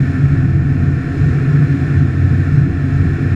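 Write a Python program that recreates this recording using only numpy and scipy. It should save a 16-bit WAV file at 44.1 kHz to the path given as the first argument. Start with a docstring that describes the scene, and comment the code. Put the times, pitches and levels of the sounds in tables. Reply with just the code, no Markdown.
"""Light aircraft cockpit in cruise.

Buffeting air booms in the cabin, over airframe rumble and panel roar: shaped noise with swelling levels.
The slipstream rushes over the canopy and hisses at its seals: noise pulsing slightly at the blade rate.
A piston engine turns a three-blade propeller through a reduction gear: two beating families of sines.
The gears add a faint whine: one high sine."""
import sys
import numpy as np
from scipy import signal
from scipy.fft import rfft, irfft, next_fast_len
from scipy.io import wavfile
from scipy.ndimage import uniform_filter1d, map_coordinates

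SR = 44100
rng = np.random.default_rng(int(sys.argv[2]) if len(sys.argv) > 2 else 0)


def store_wav(level_fs):
    """Save 16-bit WAV to argv[1]."""
    pcm = np.round(np.clip(np.atleast_2d(level_fs), -1, 1) * 32767)
    wavfile.write(sys.argv[1], SR, pcm.T.astype(np.int16))


N = 147735


def amp(db):
    """Decibels to gain."""
    return 10 ** (np.asarray(db) / 20)


def unit(x):
    """Scale to rms 1."""
    return x / np.sqrt(np.mean(x ** 2) + 1e-20)


def curve(rows):
    """One value per sample, interpolated from (time [s], value) rows."""
    times_s, values = np.transpose(rows)
    return np.interp(np.arange(N) / SR, times_s, values)


def wobble(knots_per_s):
    """Smooth random curve through normally distributed knots."""
    knots = rng.standard_normal(int(N * knots_per_s / SR) + 4)
    return map_coordinates(knots, [np.arange(N) * knots_per_s / SR])


def noise(gain):
    """Noise of rms 1 shaped by a gain that depends on frequency."""
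    m = next_fast_len(N + 8192)
    spectrum = rfft(rng.standard_normal(m))
    shaped = spectrum * gain(np.fft.rfftfreq(m, 1 / SR))
    return unit(irfft(shaped, m)[:N])


def rush(points):
    """Noise with a (frequency [Hz], gain [dB]) colour, cut to -120 dB above its last point."""
    points_hz, points_db = np.transpose(points)

    def gain(hz):
        return amp(np.interp(np.log(hz + 1), np.log(points_hz + 1), points_db, right=-120))
    return noise(gain)


# airframe rumble colour: (frequency [Hz], relative gain [dB])
RUMBLE_COLOUR = [(10, -26.5), (16, -7.5), (19.5, 11.5), (24, -7.5), (30, -2.5), (45, -1), (65, 3), (110, 1),
                 (165, 6), (197, -2.5), (230, -2.5), (295, -8), (312, -14.5), (350, -17), (500, -57.5)]
RUMBLE_DB = -25


def airframe_rumble():
    """Steady low noise of the airframe."""
    return amp(RUMBLE_DB) * rush(RUMBLE_COLOUR)


# panel roar level before trim: (time [s], level [dB])
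PANEL_LEVEL = [(0.0, -36), (0.34, -35.5), (0.56, -46), (0.84, -35), (0.96, -37), (1.44, -30.5), (1.7, -32),
               (2.06, -38), (2.82, -38.5), (3.34, -31)]
# panel roar colour: (frequency [Hz], relative gain [dB])
PANEL_COLOUR = [(250, -24), (345, -1.5), (395, 1.5), (445, -1.5), (465, -12), (482, -1), (510, -16.5),
                (600, -30)]
PANEL_TRIM_DB = -1


def panel_roar():
    """Mid-low noise of the panels, swelling and fading."""
    return amp(curve(PANEL_LEVEL) + PANEL_TRIM_DB) * rush(PANEL_COLOUR)


def resonance(centre_hz, width_hz, hold_s):
    """Turbulence ringing in one cabin resonance, its level evened out over hold_s."""
    def gain(hz):
        detuning = (hz * hz - centre_hz * centre_hz) / (hz * width_hz + 1)
        return 1 / (1 + detuning ** 2)
    ringing = noise(gain)
    envelope = np.abs(signal.hilbert(ringing))
    power = uniform_filter1d(envelope ** 2, max(int(hold_s * SR), 1))
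    return unit(ringing / np.sqrt(np.abs(power) + 1e-6))


# lowest resonance level before trim: (time [s], level [dB])
LOW_BOOM = [(0.0, -35), (0.12, -21.5), (0.2, -30.5), (0.24, -18), (0.66, -16.5), (0.74, -19.5),
            (0.82, -13.5), (1.12, -28), (1.2, -12), (1.32, -14), (1.52, -29), (1.58, -29), (1.68, -13),
            (1.78, -23.0), (1.98, -12), (2.14, -25), (2.24, -14.5), (2.38, -15.5), (2.44, -13), (2.48, -17),
            (2.88, -19.5), (3.08, -9), (3.12, -18), (3.34, -15)]
# second resonance level before trim: (time [s], level [dB])
MAIN_BOOM = [(0.0, -8), (0.14, -27), (0.22, -8), (0.54, -14), (0.62, -12), (0.72, -12), (0.76, -19),
             (0.92, -11), (1.08, -21.7), (1.18, -23.5), (1.24, -10.5), (1.3, -15.6), (1.62, -10),
             (1.68, -20.5), (1.72, -11.5), (1.86, -18.5), (2.0, -9.5), (2.16, -19.5), (2.26, -11),
             (2.5, -22.5), (2.56, -7), (2.66, -9.5), (2.72, -30.5), (2.84, -15.5), (2.88, -14.5),
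             (3.06, -14.5), (3.12, -20.5), (3.34, -14.5)]
LOW_HZ, LOW_WIDTH_HZ, LOW_TRIM_DB = 89, 28, -4.5
MAIN_HZ, MAIN_WIDTH_HZ, MAIN_TRIM_DB = 137, 15.8, -1.5
UPPER_HZ, UPPER_WIDTH_HZ, UPPER_DB = 262.5, 57.4, -26.5


def cabin_boom():
    """Buffeting rings three cabin resonances; the lower two swell, the upper holds its level."""
    low = amp(curve(LOW_BOOM) + LOW_TRIM_DB) * resonance(LOW_HZ, LOW_WIDTH_HZ, hold_s=0.092)
    main = amp(curve(MAIN_BOOM) + MAIN_TRIM_DB) * resonance(MAIN_HZ, MAIN_WIDTH_HZ, hold_s=0.045)
    upper = amp(UPPER_DB) * resonance(UPPER_HZ, UPPER_WIDTH_HZ, hold_s=0.29)
    return low + main + upper


# canopy rush level before trim: (time [s], level [dB])
CANOPY_LEVEL = [(0.0, -34.0), (0.32, -33.5), (0.52, -36.5), (0.82, -35.1), (1.56, -32), (1.72, -33.5),
                (1.96, -32.0), (2.06, -35), (2.48, -33.1), (2.72, -36), (2.94, -34), (3.34, -33)]
# canopy rush colour: (frequency [Hz], relative gain [dB])
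CANOPY_COLOUR = [(400, -30), (520, -11.5), (585, -10.5), (630, -9.5), (690, -4.5), (765, -6), (810, -17),
                 (910, -19.5), (1000, -15), (1110, -10), (1170, -9), (1225, -21), (1275, -3), (1540, -3.5),
                 (1675, -5), (1740, 1), (1800, 1), (1900, -7), (2050, -14), (2200, -10), (2350, -9),
                 (2780, -17.5), (2950, -30.5), (3400, -42)]
CANOPY_TRIM_DB = 0.5


def canopy_rush():
    """Air over the canopy: mid-band noise with a slightly unsteady level."""
    level_db = curve(CANOPY_LEVEL) + CANOPY_TRIM_DB + 0.27 * wobble(25)
    return amp(level_db) * rush(CANOPY_COLOUR)


# seal hiss level before trim: (time [s], level [dB])
SEAL_LEVEL = [(0.0, -49.5), (0.36, -51.5), (0.58, -54), (0.88, -51.6), (0.98, -52), (1.22, -49.1),
              (1.38, -50), (1.98, -49.5), (2.04, -51.5), (2.56, -50), (2.66, -53), (2.96, -50.8),
              (3.34, -50.5)]
# seal hiss colour: (frequency [Hz], relative gain [dB])
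SEAL_COLOUR = [(2000, -15.5), (2950, -2), (3250, -5), (3450, 3.5), (3600, -1.5), (3950, -1), (4110, 2),
               (4550, -7.5), (5080, -1.5), (5550, -4), (5800, -8), (6450, -8.5), (6850, -4), (7300, -10.5),
               (7700, -9.5), (8500, -16), (9100, -14.5), (10300, -20), (11000, -19), (13000, -26),
               (14500, -31), (15700, -37.5)]
SEAL_TRIM_DB = 0.5


def seal_hiss():
    """Air at the canopy seals: treble noise with a slightly unsteady level."""
    level_db = curve(SEAL_LEVEL) + SEAL_TRIM_DB + 0.24 * wobble(15)
    return amp(level_db) * rush(SEAL_COLOUR)


BLADES = 3
BLADE_PULSE_DEPTH = 0.063  # fraction of amplitude


def slipstream(shaft_turns):
    """Canopy rush and seal hiss, pulsing with each passing blade."""
    pulse = 1 + BLADE_PULSE_DEPTH * np.cos(2 * np.pi * BLADES * shaft_turns)
    return (canopy_rush() + seal_hiss()) * pulse


BOOM_REACH_HZ, BOOM_FOLLOW = 25, 0.41  # tones this near a resonance share this part of its swells


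def swell_db(tone_hz):
    """How far a tone near one of the two low cabin resonances rises and falls with it."""
    total_db = 0
    for centre_hz, level_db in [(LOW_HZ, curve(LOW_BOOM)), (MAIN_HZ, curve(MAIN_BOOM))]:
        nearness = np.exp(-((tone_hz - centre_hz) / BOOM_REACH_HZ) ** 2)
        total_db = total_db + nearness * (level_db - level_db.mean())
    return BOOM_FOLLOW * total_db


def tone(cycles, rms_db, waver_db, drift_rad, knots_per_s):
    """One shaft tone whose level and phase waver about their nominal course."""
    phase = 2 * np.pi * (cycles + rng.random()) + drift_rad * wobble(knots_per_s)
    mean_hz = cycles[-1] * SR / N
    level_db = rms_db + swell_db(mean_hz) + waver_db * wobble(knots_per_s)
    return np.sqrt(2) * amp(level_db) * np.sin(phase)


# propeller tones: (multiple of propeller shaft speed [1], nominal rms level [dB])
PROP_TONES = [(3, -21.5), (4, -54.5), (6, -37), (8, -36), (9, -31), (14, -49.5)]


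def propeller(shaft_turns):
    """Shaft-multiple tones made unsteady by uneven air, phase drift growing with order."""
    return sum(tone(np.round(order) * shaft_turns, db, waver_db=3.3,
                    drift_rad=0.23 * order / BLADES, knots_per_s=9)
               for order, db in PROP_TONES)


WHINE_ORDER, WHINE_DB = 41.98, -63  # order in crankshaft turns


def gear_whine(crank_turns):
    """Reduction gears: one thin tone locked to the crankshaft."""
    return tone(WHINE_ORDER * crank_turns, WHINE_DB, waver_db=1.5, drift_rad=1.0, knots_per_s=20)


# engine tones: (multiple of crankshaft speed [1], nominal rms level [dB])
ENGINE_TONES = [(1, -38.5), (1.5, -33.5), (2, -24.5), (2.5, -39), (3, -55.5), (3.5, -35.5), (4, -53.5),
                (4.5, -34), (5.5, -49.5), (6, -49.5), (6.5, -49.5), (7.5, -64), (8, -55), (9, -54.5),
                (9.5, -48.5), (10, -54), (11, -62), (11.5, -58), (14.5, -57), (21, -56.5)]


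def engine(crank_turns):
    """The firing pattern repeats every two turns, so tones lie on half multiples."""
    return sum(tone(np.round(2 * order) / 2 * crank_turns, db, waver_db=2.13,
                    drift_rad=0.29, knots_per_s=7)
               for order, db in ENGINE_TONES)


# crankshaft speed: (time [s], speed [turns/s])
CRANK_SPEED = [(0, 73.65), (.95, 73.5), (1.35, 73.65), (1.6, 73.93), (2.6, 74.1), (3.35, 74.3)]
GEAR_RATIO = 51 / 21  # crankshaft turns per propeller turn


def scene():
    """One crankshaft drives engine, gears and propeller, amid cabin and slipstream noise."""
    crank_turns = np.cumsum(curve(CRANK_SPEED)) / SR
    shaft_turns = crank_turns / GEAR_RATIO
    cabin = airframe_rumble() + panel_roar() + cabin_boom()
    air = slipstream(shaft_turns)
    machinery = propeller(shaft_turns) + gear_whine(crank_turns) + engine(crank_turns)
    return (cabin + air + machinery)[None]


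TOP_HZ = 15720


def record(dry):
    """Ease in and out over about 5 ms each; keep nothing at or above TOP_HZ."""
    eased = dry * signal.windows.tukey(N, .003)
    m = next_fast_len(N + SR // 2)
    passband = np.fft.rfftfreq(m, 1 / SR) < TOP_HZ
    return irfft(rfft(eased, m) * passband, m)[..., :N]


dry = scene()
out = record(dry)
store_wav(out)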